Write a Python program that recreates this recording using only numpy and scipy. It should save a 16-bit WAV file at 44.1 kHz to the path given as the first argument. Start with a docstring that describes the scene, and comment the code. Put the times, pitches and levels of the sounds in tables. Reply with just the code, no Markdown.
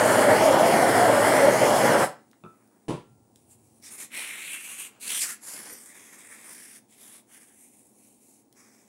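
"""A handheld gas torch sweeps up and down a nylon strap in a small wood-panelled room, heard close up.
Turbulent combustion roars and drives the burner tube; the gas jet hisses until the valve shuts.
The steel bottle bumps once and is set down, thudding and ringing. Hands then slide along the webbing
in long strokes, skin slipping on the threads. Small ticks and a ping of touched metal sound over
quiet room noise, a thin electrical whine and the soft rumble of a turning body."""
import sys
import numpy as np
from scipy import signal
from scipy.fft import rfft, irfft, next_fast_len
from scipy.io import wavfile
from scipy.ndimage import uniform_filter1d, map_coordinates

SR = 44100
rng = np.random.default_rng(int(sys.argv[2]) if len(sys.argv) > 2 else 0)


def unload_audio(sound):
    """Save the sound as a 16-bit wav file, at the path given as the first command line argument."""
    columns = np.transpose(np.atleast_2d(sound))
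    # keep every value between -1 and 1, then stretch to whole-number steps
    steps = np.round(np.clip(columns, -1, 1) * 32767)
    wavfile.write(sys.argv[1], SR, steps.astype(np.int16))


N = 391600

# Torch swings. Each row: time in seconds, body echo lag in seconds, hand echo lag in seconds,
# notch centre in Hz, jet level offset in dB.
TORCH_SWINGS = [(0, 0.00066, 0.00063, 5420, -0.5), (.15, 0.00068, 0.00063, 5900, 2.5),
                (.3, 0.00054, 0.00055, 5970, -0.2), (.42, 0.00035, 0.00054, 7600, 0.5),
                (.56, 0.00024, 0.00045, 8400, -0.5), (.72, 0.00041, 0.00049, 7700, 0.5),
                (.87, 0.00058, 0.00062, 6620, -0.3), (1.02, 0.00067, 0.00071, 6140, 1.5),
                (1.17, 0.00074, 0.00071, 6310, 0), (1.35, 0.00055, 0.00063, 6500, 1.5),
                (1.47, .000523, .000569, 7400, -0.5), (1.6, 0.00043, 0.00052, 8300, .5),
                (1.75, 0.0002, 0.00046, 9000, 1.5), (1.9, 0.00068, 0.00058, 8000, 0.4),
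                (2.03, 0.00078, 0.00085, 6200, -0.5)]
# Wavering burner tube resonance. Each row: time in seconds, centre in Hz, relative level in dB.
TUBE_RESONANCE = [(0, 615, -20.5), (.21, 590, -19), (.26, 565, -11.5), (.31, 585, -19), (.45, 665, -19.5),
                  (.51, 560, -13), (.6, 600, -22), (.65, 690, -20.5), (.77, 665, -24.5), (.88, 735, -16),
                  (1.0, 715, -17.5), (1.08, 660, -14.5), (1.15, 555, -18), (1.22, 620, -20.5),
                  (1.33, 620, -18.5), (1.43, 565, -17.5), (1.57, 630, -22), (1.65, 555, -23.5),
                  (1.73, 630, -22), (1.85, 575, -25), (2.02, 585, -23.5)]
# Combustion noise and gas jet. Each row: frequency in Hz, relative density in dB.
FLAME_SPECTRUM = [(25, -62), (50, -35), (80, -20), (115, -5.5), (160, -8), (250, -2), (430, -1.5),
                  (540, 3.5), (700, -0.5), (860, 0.5), (1100, -6.5), (2000, -8.5), (2300, -13.5),
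                  (2550, -23), (2850, -19), (3350, -20), (3700, -30.5), (8000, -59)]
JET_SPECTRUM = [(1500, -28), (3750, -10.5), (4300, -2.5), (4750, -3.5), (5250, -0.5), (5900, -3.5),
                (7200, -1), (9600, 0), (11000, -4), (13000, -11), (16000, -18)]

# Hand strokes on the webbing. Each row: start, end and attack in seconds; mid-stroke levels of fibre
# hiss, skin rasp, edge scrape and dull rub in dB; swell in dB/s; grip, scrape and hiss centres in Hz.
HAND_STROKES = [ (2.4, 2.90, 0.091, -78, -83, -92, -72, 2, 2141, 6003, 9566),
                (3.34, 3.861, .03, -69, -85, -80.5, -86, 8.5, 2490, 6000, 9040),
                (3.473, 3.579, .05, -56.5, -77.5, -70, -75.5, -4, 2603, 5500, 8190),
                (3.808, 3.93, .05, -46.5, -56, -48, -62, 25.5, 2100, 5612, 8300),
                (3.89, 4.0, .035, -43.5, -56.5, -53.5, -58.5, -0.5, 2200, 7070, 9200),
                (3.96, 4.083, .045, -40, -48.5, -43.5, -53, 19, 2194, 7070, 8840),
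                (4.094, 4.443, 0.091, -41.5, -39, -53, -53.5, -32, 2308, 5400, 9230),
                (4.351, 4.62, 0.087, -42, -41, -53.5, -58.5, -1, 2456, 7280, 8690),
                (4.529, 4.912, .09, -41.5, -46, -55.5, -59, 13.5, 2550, 6600, 9230),
                (4.836, 5.04, 0.032, -76.5, -68, -73.5, -61.5, -24.5, 2630, 7600, 10350),
                (4.99, 5.129, .04, -37, -45, -46, -59.5, 50, 2558, 3960, 9720),
                (5.06, 5.235, .06, -31, -37.5, -38.5, -55, 35, 3160, 6245, 9400),
                (5.182, 5.28, .035, -27, -40.5, -33, -55, -49, 2750, 4665, 8506),
                (5.202, 5.385, 0.05, -36, -43.5, -47, -53.5, -115, 1600, 6354, 8800),
                (5.393, 5.6, 0.092, -42, -52.5, -46, -54, -0.5, 1850, 7330, 9910),
                (5.52, 5.759, 0.048, -47, -52.5, -52, -52.5, -36.5, 1850, 7330, 9900),
                (5.671, 5.958, .05, -50.5, -62, -60, -61.5, -14.5, 1900, 5927, 8760),
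                (5.8, 6.557, 0.17, -53, -53.5, -61, -61, 0, 2069, 6830, 8690),
                (6.363, 6.819, .17, -48, -56, -57.5, -67, -5, 1961, 5280, 9555),
                (6.87, 6.99, 0.049, -58.5, -68.5, -65.5, -75, 28, 2233, 3555, 9280),
                (6.909, 7.235, .13, -51.5, -63, -60.5, -65.5, -6, 2063, 3940, 9800),
                (7.255, 7.577, .1, -56.5, -62.5, -68, -72, -44.5, 1900, 6400, 9400),
                (7.489, 7.993, .13, -60, -77, -78, -96, -29, 2194, 6500, 9320),
                (7.9, 8.23, 0.1206, -60, -78.5, -72, -94, -25, 2400, 6800, 9450),
                (8.162, 8.453, .09, -60, -79.5, -70.5, -85, -29, 2375, 6800, 9530),
                (8.541, 8.95, 0.039, -63.5, -69, -69, -70.5, -20.5, 2066, 5700, 7620)]
# Hand closure round the strap. Each row: time in seconds, cupping from 0 (open) to 1 (closed).
HAND_CUPPING = [(3.8, 0.4), (4.2, .1), (4.7, 0.4), (5.2, 0.15), (5.6, 0.1), (5.9, 0.8), (6.4, 1), (6.7, 0),
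                (7.1, 0.16), (7.9, 0.58), (8.65, .95)]
# Bands cancelled by bounces off palm and fingers. Each row: centre as a ratio to the grip resonance,
# width in Hz, open depth and cupped depth from 0 to 1.
PALM_NOTCHES = [(1.44, 460, .1, .75), (2.08, 750, .55, .7)]
# Skin rasp, edge scrape, fibre hiss, soft strap body. Each row: frequency in Hz, relative density in dB.
SKIN_SPECTRUM = [(100, -60), (500, -23), (1200, -3.5), (2200, 7), (2800, 6.5), (3400, 4), (4200, -2),
                 (7000, -36.5)]
EDGE_SPECTRUM = [(300, -88), (2500, -34), (3500, -4), (4500, -0.5), (5300, 0.5), (6400, -5.5), (7500, -7),
                 (10000, -31.5)]
FIBRE_SPECTRUM = [(300, -67), (3000, -13), (4500, -16.5), (6000, -7), (7200, -3.5), (8500, -0.5), (9700, 1),
                  (11000, -2), (13000, -7.5), (16000, -16.5)]
STRAP_SPECTRUM = [(25, -62), (60, -35), (120, -11), (200, 2), (400, 0.5), (700, -2.5), (1100, -0.5),
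                  (1600, -4), (3000, -27.5)]

# The bottle bumps, lands and rocks. Each row: start in seconds; thud, ring and clatter levels in dB;
# ring cutoff in Hz.
BOTTLE_KNOCKS = [(2.438, -36.5, -50, -76, 6000), (2.451, -59, -49, -82, 1800), (2.463, -52, -48, -85, 1700),
                 (2.882, -22.5, -55, -37, 5500), (2.894, -23.5, -52, -51, 2600),
                 (2.906, -26, -56, -52, 1500), (2.923, -34, -60, -58, 1190), (2.94, -34, -62, -61, 1000)]
# Steel shell modes. Each row: frequency in Hz, relative level in dB, T60 in seconds.
BOTTLE_MODES = [(1244, -2, 0.15), (1320, -1.5, 0.14), (1400, -10, 0.087), (2380, -10, 0.045),
                (2576, -1, 0.046), (3490, -10, 0.058), (3580, -12, 0.067)]
# Struck surface and rattling fittings. Each row: frequency in Hz, relative density in dB.
THUD_SPECTRUM = [(25, -52), (60, -9), (110, 8.5), (200, 4), (300, 3.5), (460, 4), (600, -7), (760, -11.5),
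                 (880, -7), (1130, -6), (1320, -26), (3000, -48.5), (16000, -90)]
CLATTER_SPECTRUM = [(500, 9), (1400, 1.5), (2500, 2), (4400, -4.5), (6500, -9), (10000, -4.5), (12000, -21),
                    (16000, -46)]

# Ticks of valve, strap and fingers. Each row: start in seconds, dry peak in dB, band centre in Hz.
DRY_TICKS = [(2.314, -46, 7040), (2.332, -45, 1200), (2.676, -53, 7880), (3.359, -41.5, 5550),
             (3.676, -59, 8100), (3.826, -44, 6050), (5.097, -31.5, 7198), (5.221, -23.5, 7860),
             (8.527, -41, 6020)]
# Light touches on a small piece of metal. Each row: start in seconds, level in dB.
METAL_TOUCHES = [(5.704, -46.5), (5.726, -39.5)]
# Soft thump of the strap and thin ring of the touched metal.
# Each row: frequency in Hz, relative level in dB, T60 in seconds.
THUMP_AND_RING_MODES = [(400, -9, .05), (510, -8, .06), (5780, -8, 0.15), (8300, -10, 0.037),
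                        (11920, 1, 0.15), (12340, -15, .12)]

# Body turns. Each row: peak time in seconds, peak level in dB, rise and fall in dB/s.
BODY_TURNS = [(3.13, -56, 170), (3.62, -63.5, 31.5)]
# Turning body and quiet room. Each row: frequency in Hz, relative density in dB.
RUMBLE_SPECTRUM = [(30, -33), (70, -6.5), (110, 6.5), (150, -2.5), (260, -19.5), (500, -37), (2000, -72.5)]
AIR_SPECTRUM = [(25, -26.5), (60, -17), (90, -12), (120, 0), (160, -9.5), (220, 7), (330, 1), (600, -9),
                (820, -6.5), (1300, -23), (3500, -30), (9500, -19), (12000, -32), (16000, -32.5)]
# Decay of the panelled room. Each row: frequency in Hz, T60 in seconds.
ROOM_DECAY = [(80, 0.26), (210, 0.31), (560, 0.29), (1500, 0.31), (4000, 0.32), (10000, 0.19)]

TOP_HZ = 15800


def torch(off_s=2.042, flame_fade_s=0.015, jet_fade_s=0.025, recede_db_per_s=0.5):
    """Flame and jet recede as the torch drifts away; at shut-off the flame dies before the last gas."""
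    t = np.arange(N) / SR
    shut_s = np.maximum(t - off_s, 0)
    body_lag_s, hand_lag_s, notch_hz, jet_offset_db = curves(TORCH_SWINGS)
    burn = flame(lit=t < off_s) * np.exp(-shut_s / flame_fade_s)
    burn += gas_jet(jet_offset_db) * np.exp(-shut_s / jet_fade_s)
    heard = room(amp(-recede_db_per_s * t) * burn, wet_db=-11, tails=20)
    return swing_filter(heard, body_lag_s, hand_lag_s, notch_hz)


def flame(lit, level_db=-19, flutter_db=1.0, tube_mean_db=-3.5, tube_swing=0.86, jitter_hz=14):
    """Turbulent combustion roars and drives the burner tube's resonance."""
    tube_hz, drive_db = curves(TUBE_RESONANCE)
    tube_db = tube_mean_db + tube_swing * (drive_db - drive_db[lit].mean())
    eddies = rng.standard_normal(N) + 1j * rng.standard_normal(N)
    tube = amp(tube_db) * gliding(eddies, tube_hz + jitter_hz * wobble(60), width_hz=50)
    return amp(level_db + flutter_db * wobble(45)) * (noise(FLAME_SPECTRUM) + tube)


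def gas_jet(offset_db, level_db=-32, flutter_db=0.86):
    """Escaping gas hisses, flickering in level and colour."""
    gain = amp(level_db + offset_db + flutter_db * wobble(30))
    return gain * patchy(noise(JET_SPECTRUM), depth_db=0.78)


def swing_filter(x, body_lag_s, hand_lag_s, notch_hz):
    """Moving echoes off clothed body and hand comb the treble; a notch slides as the nozzle tilts."""
    body_echo = 0.48 * echoed(x, body_lag_s, top_hz=3000)
    hand_echo = -0.19 * echoed(x, hand_lag_s, top_hz=11000)
    return notched(x + body_echo + hand_echo, notch_hz, width_hz=1300, depth=0.45)


def webbing(weave_db=1.2, unsteady_db=1.27, cup_muffle_db=5):
    """Thread slips hiss, scrape on the edge, rasp in the hollow of the hand and shake the strap."""
    columns = np.transpose(HAND_STROKES)
    start_s, end_s, attack_s = columns[:3]
    hiss_db, rasp_db, edge_db, dull_db, swell_db_per_s, grip_hz, edge_hz, hiss_hz = columns[3:]
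    powers = np.array([stroke(*row) ** 2 for row in zip(start_s, end_s, attack_s, swell_db_per_s)])
    cup, = curves(HAND_CUPPING)
    skin_db = 0.5 - cup_muffle_db * cup
    rasp, hollow_hz = friction(powers, rasp_db, grip_hz, SKIN_SPECTRUM, width_hz=700, broad_db=skin_db)
    edge, _ = friction(powers, edge_db, edge_hz, EDGE_SPECTRUM, width_hz=1100, broad_db=-0.5, order=2)
    hiss, _ = friction(powers, hiss_db, hiss_hz, FIBRE_SPECTRUM, width_hz=2700, broad_db=1.5)
    dull = np.sqrt(amp(dull_db) ** 2 @ powers) * noise(STRAP_SPECTRUM)
    rub = rasp + edge + hiss + dull
    for ratio, width_hz, open_depth, cupped_depth in PALM_NOTCHES:
        depth = open_depth + cup * (cupped_depth - open_depth)
        rub = notched(rub, ratio * hollow_hz, width_hz, depth)
    rub = np.std(rub) * patchy(rub, depth_db=1.7)  # shifting fingers recolour the slips
    flutter = amp(weave_db * wobble(220) + unsteady_db * wobble(35))
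    return room(rub * flutter, wet_db=-11)


def stroke(start_s, end_s, attack_s, swell_db_per_s, release_s=0.065):
    """Gain of one push: the hand gathers speed, presses on or eases off, and stops."""
    t = np.arange(N) / SR
    on = (t > start_s) & (t < end_s)
    ramp = np.clip((t[on] - start_s) / attack_s, 0, 1) * np.clip((end_s - t[on]) / release_s, 0, 1)
    swell = amp(swell_db_per_s * (t[on] - (start_s + end_s) / 2))
    gain = np.zeros(N)
    gain[on] = np.sin(np.pi / 2 * ramp) ** 2 * swell
    return gain


def friction(powers, levels_db, centres_hz, spectrum, width_hz, broad_db, order=3):
    """Slips drive a resonance gliding between strokes, over a broad rustle. Returns sound and centre."""
    weights = amp(levels_db) ** 2
    power = weights @ powers
    moving = np.flatnonzero(power)
    mean_hz = ((weights * centres_hz) @ powers)[moving] / power[moving]
    centre_hz = np.interp(np.arange(N), moving, mean_hz)
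    resonance = gliding(slips() + 1j * slips(), centre_hz, width_hz, order)
    rustle = amp(broad_db) * colour(slips(), spectrum)
    return np.sqrt(power) * unit(resonance + rustle), centre_hz


def slips(rate_per_s=14000, spread_db=2):
    """Skin catches on threads: random impulses of uneven size, at rms 1."""
    sizes = rng.standard_normal(N) * amp(spread_db * rng.standard_normal(N))
    return unit(sizes * (rng.random(N) < rate_per_s / SR))


def bottle(thud_t60_s=0.081, clatter_t60_s=0.22, contact_s=0.0007,
           hum_hz=1367, hum_db=-59, hum_t60_s=0.82):
    """Each contact thuds on the surface, rings the steel bottle and rattles its fittings."""
    out, t = np.zeros(N), np.arange(SR) / SR
    thuds, rattles = noise(THUD_SPECTRUM), noise(CLATTER_SPECTRUM)
    onset = 1 - np.exp(-t / contact_s)  # the surface gives way
    for start_s, thud_db, ring_db, clatter_db, cutoff_hz in BOTTLE_KNOCKS:
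        span = slice(round(start_s * SR), round(start_s * SR) + SR)
        thud = amp(thud_db - 60 * t / thud_t60_s) * thuds[span]
        clatter = amp(clatter_db - 60 * t / clatter_t60_s) * rattles[span]
        shell = amp(ring_db) * ring(BOTTLE_MODES, cutoff_hz)
        add(out, start_s, (thud + clatter) * onset + shell)
    out = room(out, wet_db=-6)
    # standing free, the shell rings on in one mode
    last_contact_s = BOTTLE_KNOCKS[-1][0]
    add(out, last_contact_s, ring([(hum_hz, hum_db, hum_t60_s)]))
    return out


def ticks(t60_s=0.009):
    """Small contacts of valve, strap and fingers: short bursts of band-passed noise."""
    out, t = np.zeros(N), np.arange(SR // 10) / SR
    for start_s, peak_db, hz in DRY_TICKS:
        band = signal.butter(2, [hz / 2, min(hz * 2, TOP_HZ)], "band", fs=SR, output="sos")
        tick = signal.sosfilt(band, rng.standard_normal(len(t)) * amp(-60 * t / t60_s))
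        add(out, start_s, amp(peak_db) * tick / np.abs(tick).max())
    return out


def metal_touches():
    """At each light touch the strap thumps softly and a small piece of metal rings."""
    out = np.zeros(N)
    for start_s, level_db in METAL_TOUCHES:
        add(out, start_s, amp(level_db) * ring(THUMP_AND_RING_MODES))
    return out


def body_rumble():
    """A soft rumble swells and fades as the body turns back."""
    t = np.arange(N) / SR
    gain = sum(amp(db - db_per_s * np.abs(t - peak_s)) for peak_s, db, db_per_s in BODY_TURNS)
    return gain * noise(RUMBLE_SPECTRUM)


def room_tone(air_db=-63, drift_db=0.37, whine_db=-80, whine_hz=15698):
    """Low room noise and a thin electrical whine."""
    t = np.arange(N) / SR
    air = amp(air_db + drift_db * wobble(2.3)) * noise(AIR_SPECTRUM)
    return air + amp(whine_db) * unit(np.sin(2 * np.pi * whine_hz * t))


def room(x, wet_db, tails=60, predelay_s=0.005):
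    """Wooden walls reverberate; as things move, each stretch of x gets a new tail."""
    reverb, step = np.zeros(N), N // tails + 1
    for start in range(0, N, step):
        hz, t, bins = signal.stft(rng.standard_normal(SR // 3), SR, nperseg=256)
        decay = amp(-60 * t / along(ROOM_DECAY, hz)[:, None])
        tail = signal.istft(bins * decay, SR, nperseg=256)[1]
        wet = signal.fftconvolve(x[start:start + step], tail / np.linalg.norm(tail))
        add(reverb, start / SR + predelay_s, wet)
    return (x + amp(wet_db) * reverb) / np.hypot(1, amp(wet_db))


def ring(modes, cutoff_hz=np.inf, spread_db=2):
    """One second of decaying modes at random strengths; a soft contact barely excites the high ones."""
    out, t = np.zeros(SR), np.arange(SR) / SR
    for hz, db, t60_s in modes:
        envelope = amp(db + spread_db * rng.standard_normal() - 60 * t / t60_s)
        out += envelope / np.hypot(1, (hz / cutoff_hz) ** 3) * np.sin(2 * np.pi * hz * t)
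    return out


def echoed(x, lag_s, top_hz, bend_hz=800):
    """Echo with a moving lag; long waves bend round the obstacle, short ones are absorbed."""
    bounced = filtered(x, lambda hz: hz ** 4 / (hz ** 4 + bend_hz ** 4) / (1 + (hz / top_hz) ** 2))
    return map_coordinates(bounced, [np.arange(N) - lag_s * SR], order=3)


def gliding(x, centre_hz, width_hz, order=2):
    """Moving resonance: x low-passed and shifted up to centre_hz, at rms 1."""
    baseband = signal.sosfilt(signal.butter(order, width_hz / 2, fs=SR, output="sos"), x)
    carrier = np.exp(2j * np.pi * np.cumsum(centre_hz) / SR)
    return unit(np.real(baseband * carrier))


def notched(x, centre_hz, width_hz, depth):
    """x with a moving band cut; depth 1 cancels its centre."""
    carrier = np.exp(2j * np.pi * np.cumsum(centre_hz) / SR)
    lowpass = signal.butter(1, width_hz / 2, fs=SR, output="sos")
    baseband = signal.sosfiltfilt(lowpass, x * np.conj(carrier))
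    return x - 2 * np.clip(depth, 0, 1) * np.real(baseband * carrier)


def patchy(x, depth_db):
    """x with its colour drifting in random time-frequency patches, at rms 1."""
    bins = signal.stft(x, nperseg=256)[2]
    field = rng.standard_normal(bins.shape)
    for _ in range(2):
        field = uniform_filter1d(field, size=5, axis=0)
        field = uniform_filter1d(field, size=28, axis=1)
    return unit(signal.istft(bins * amp(depth_db * unit(field)), nperseg=256)[1][:N])


def noise(spectrum):
    """Coloured noise at rms 1."""
    return colour(rng.standard_normal(N), spectrum)


def colour(x, spectrum):
    """x shaped by a spectrum, at rms 1."""
    return unit(filtered(x, lambda hz: amp(along(spectrum, hz))))


def filtered(x, response):
    """x through a zero-phase frequency response."""
    size = next_fast_len(N + SR // 2)
    return irfft(rfft(x, size) * response(np.fft.rfftfreq(size, 1 / SR)), size)[:N]


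def wobble(knots_per_s):
    """Smooth random curve."""
    knots = rng.standard_normal(int(N * knots_per_s / SR) + 4)
    return map_coordinates(knots, [np.arange(N) * knots_per_s / SR])


def curves(rows):
    """Each column after the time, interpolated per sample."""
    times_s, *columns = np.transpose(rows)
    return [np.interp(np.arange(N) / SR, times_s, column) for column in columns]


def along(points, hz):
    """(Hz, value) points interpolated on a log frequency axis."""
    points_hz, values = np.transpose(points)
    return np.interp(np.log(hz + 1), np.log(points_hz + 1), values)


def add(track, start_s, sound):
    """Mix a sound into a track in place."""
    part = track[round(start_s * SR):][:len(sound)]
    part += sound[:len(part)]


def amp(db):
    """Decibels to gain."""
    return 10 ** (np.asarray(db) / 20)


def unit(x):
    """x at rms 1."""
    return x / np.sqrt(np.mean(x ** 2) + 1e-20)


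def scene():
    """Mono mix of all sources."""
    mix = torch() + bottle() + webbing()
    mix += room(ticks() + metal_touches(), wet_db=-5.5)
    return (mix + room_tone() + body_rumble())[None]


def record(dry):
    """Brick-wall low-pass at TOP_HZ."""
    return filtered(dry[0], lambda hz: hz < TOP_HZ)[None]


dry = scene()
out = record(dry)
unload_audio(out)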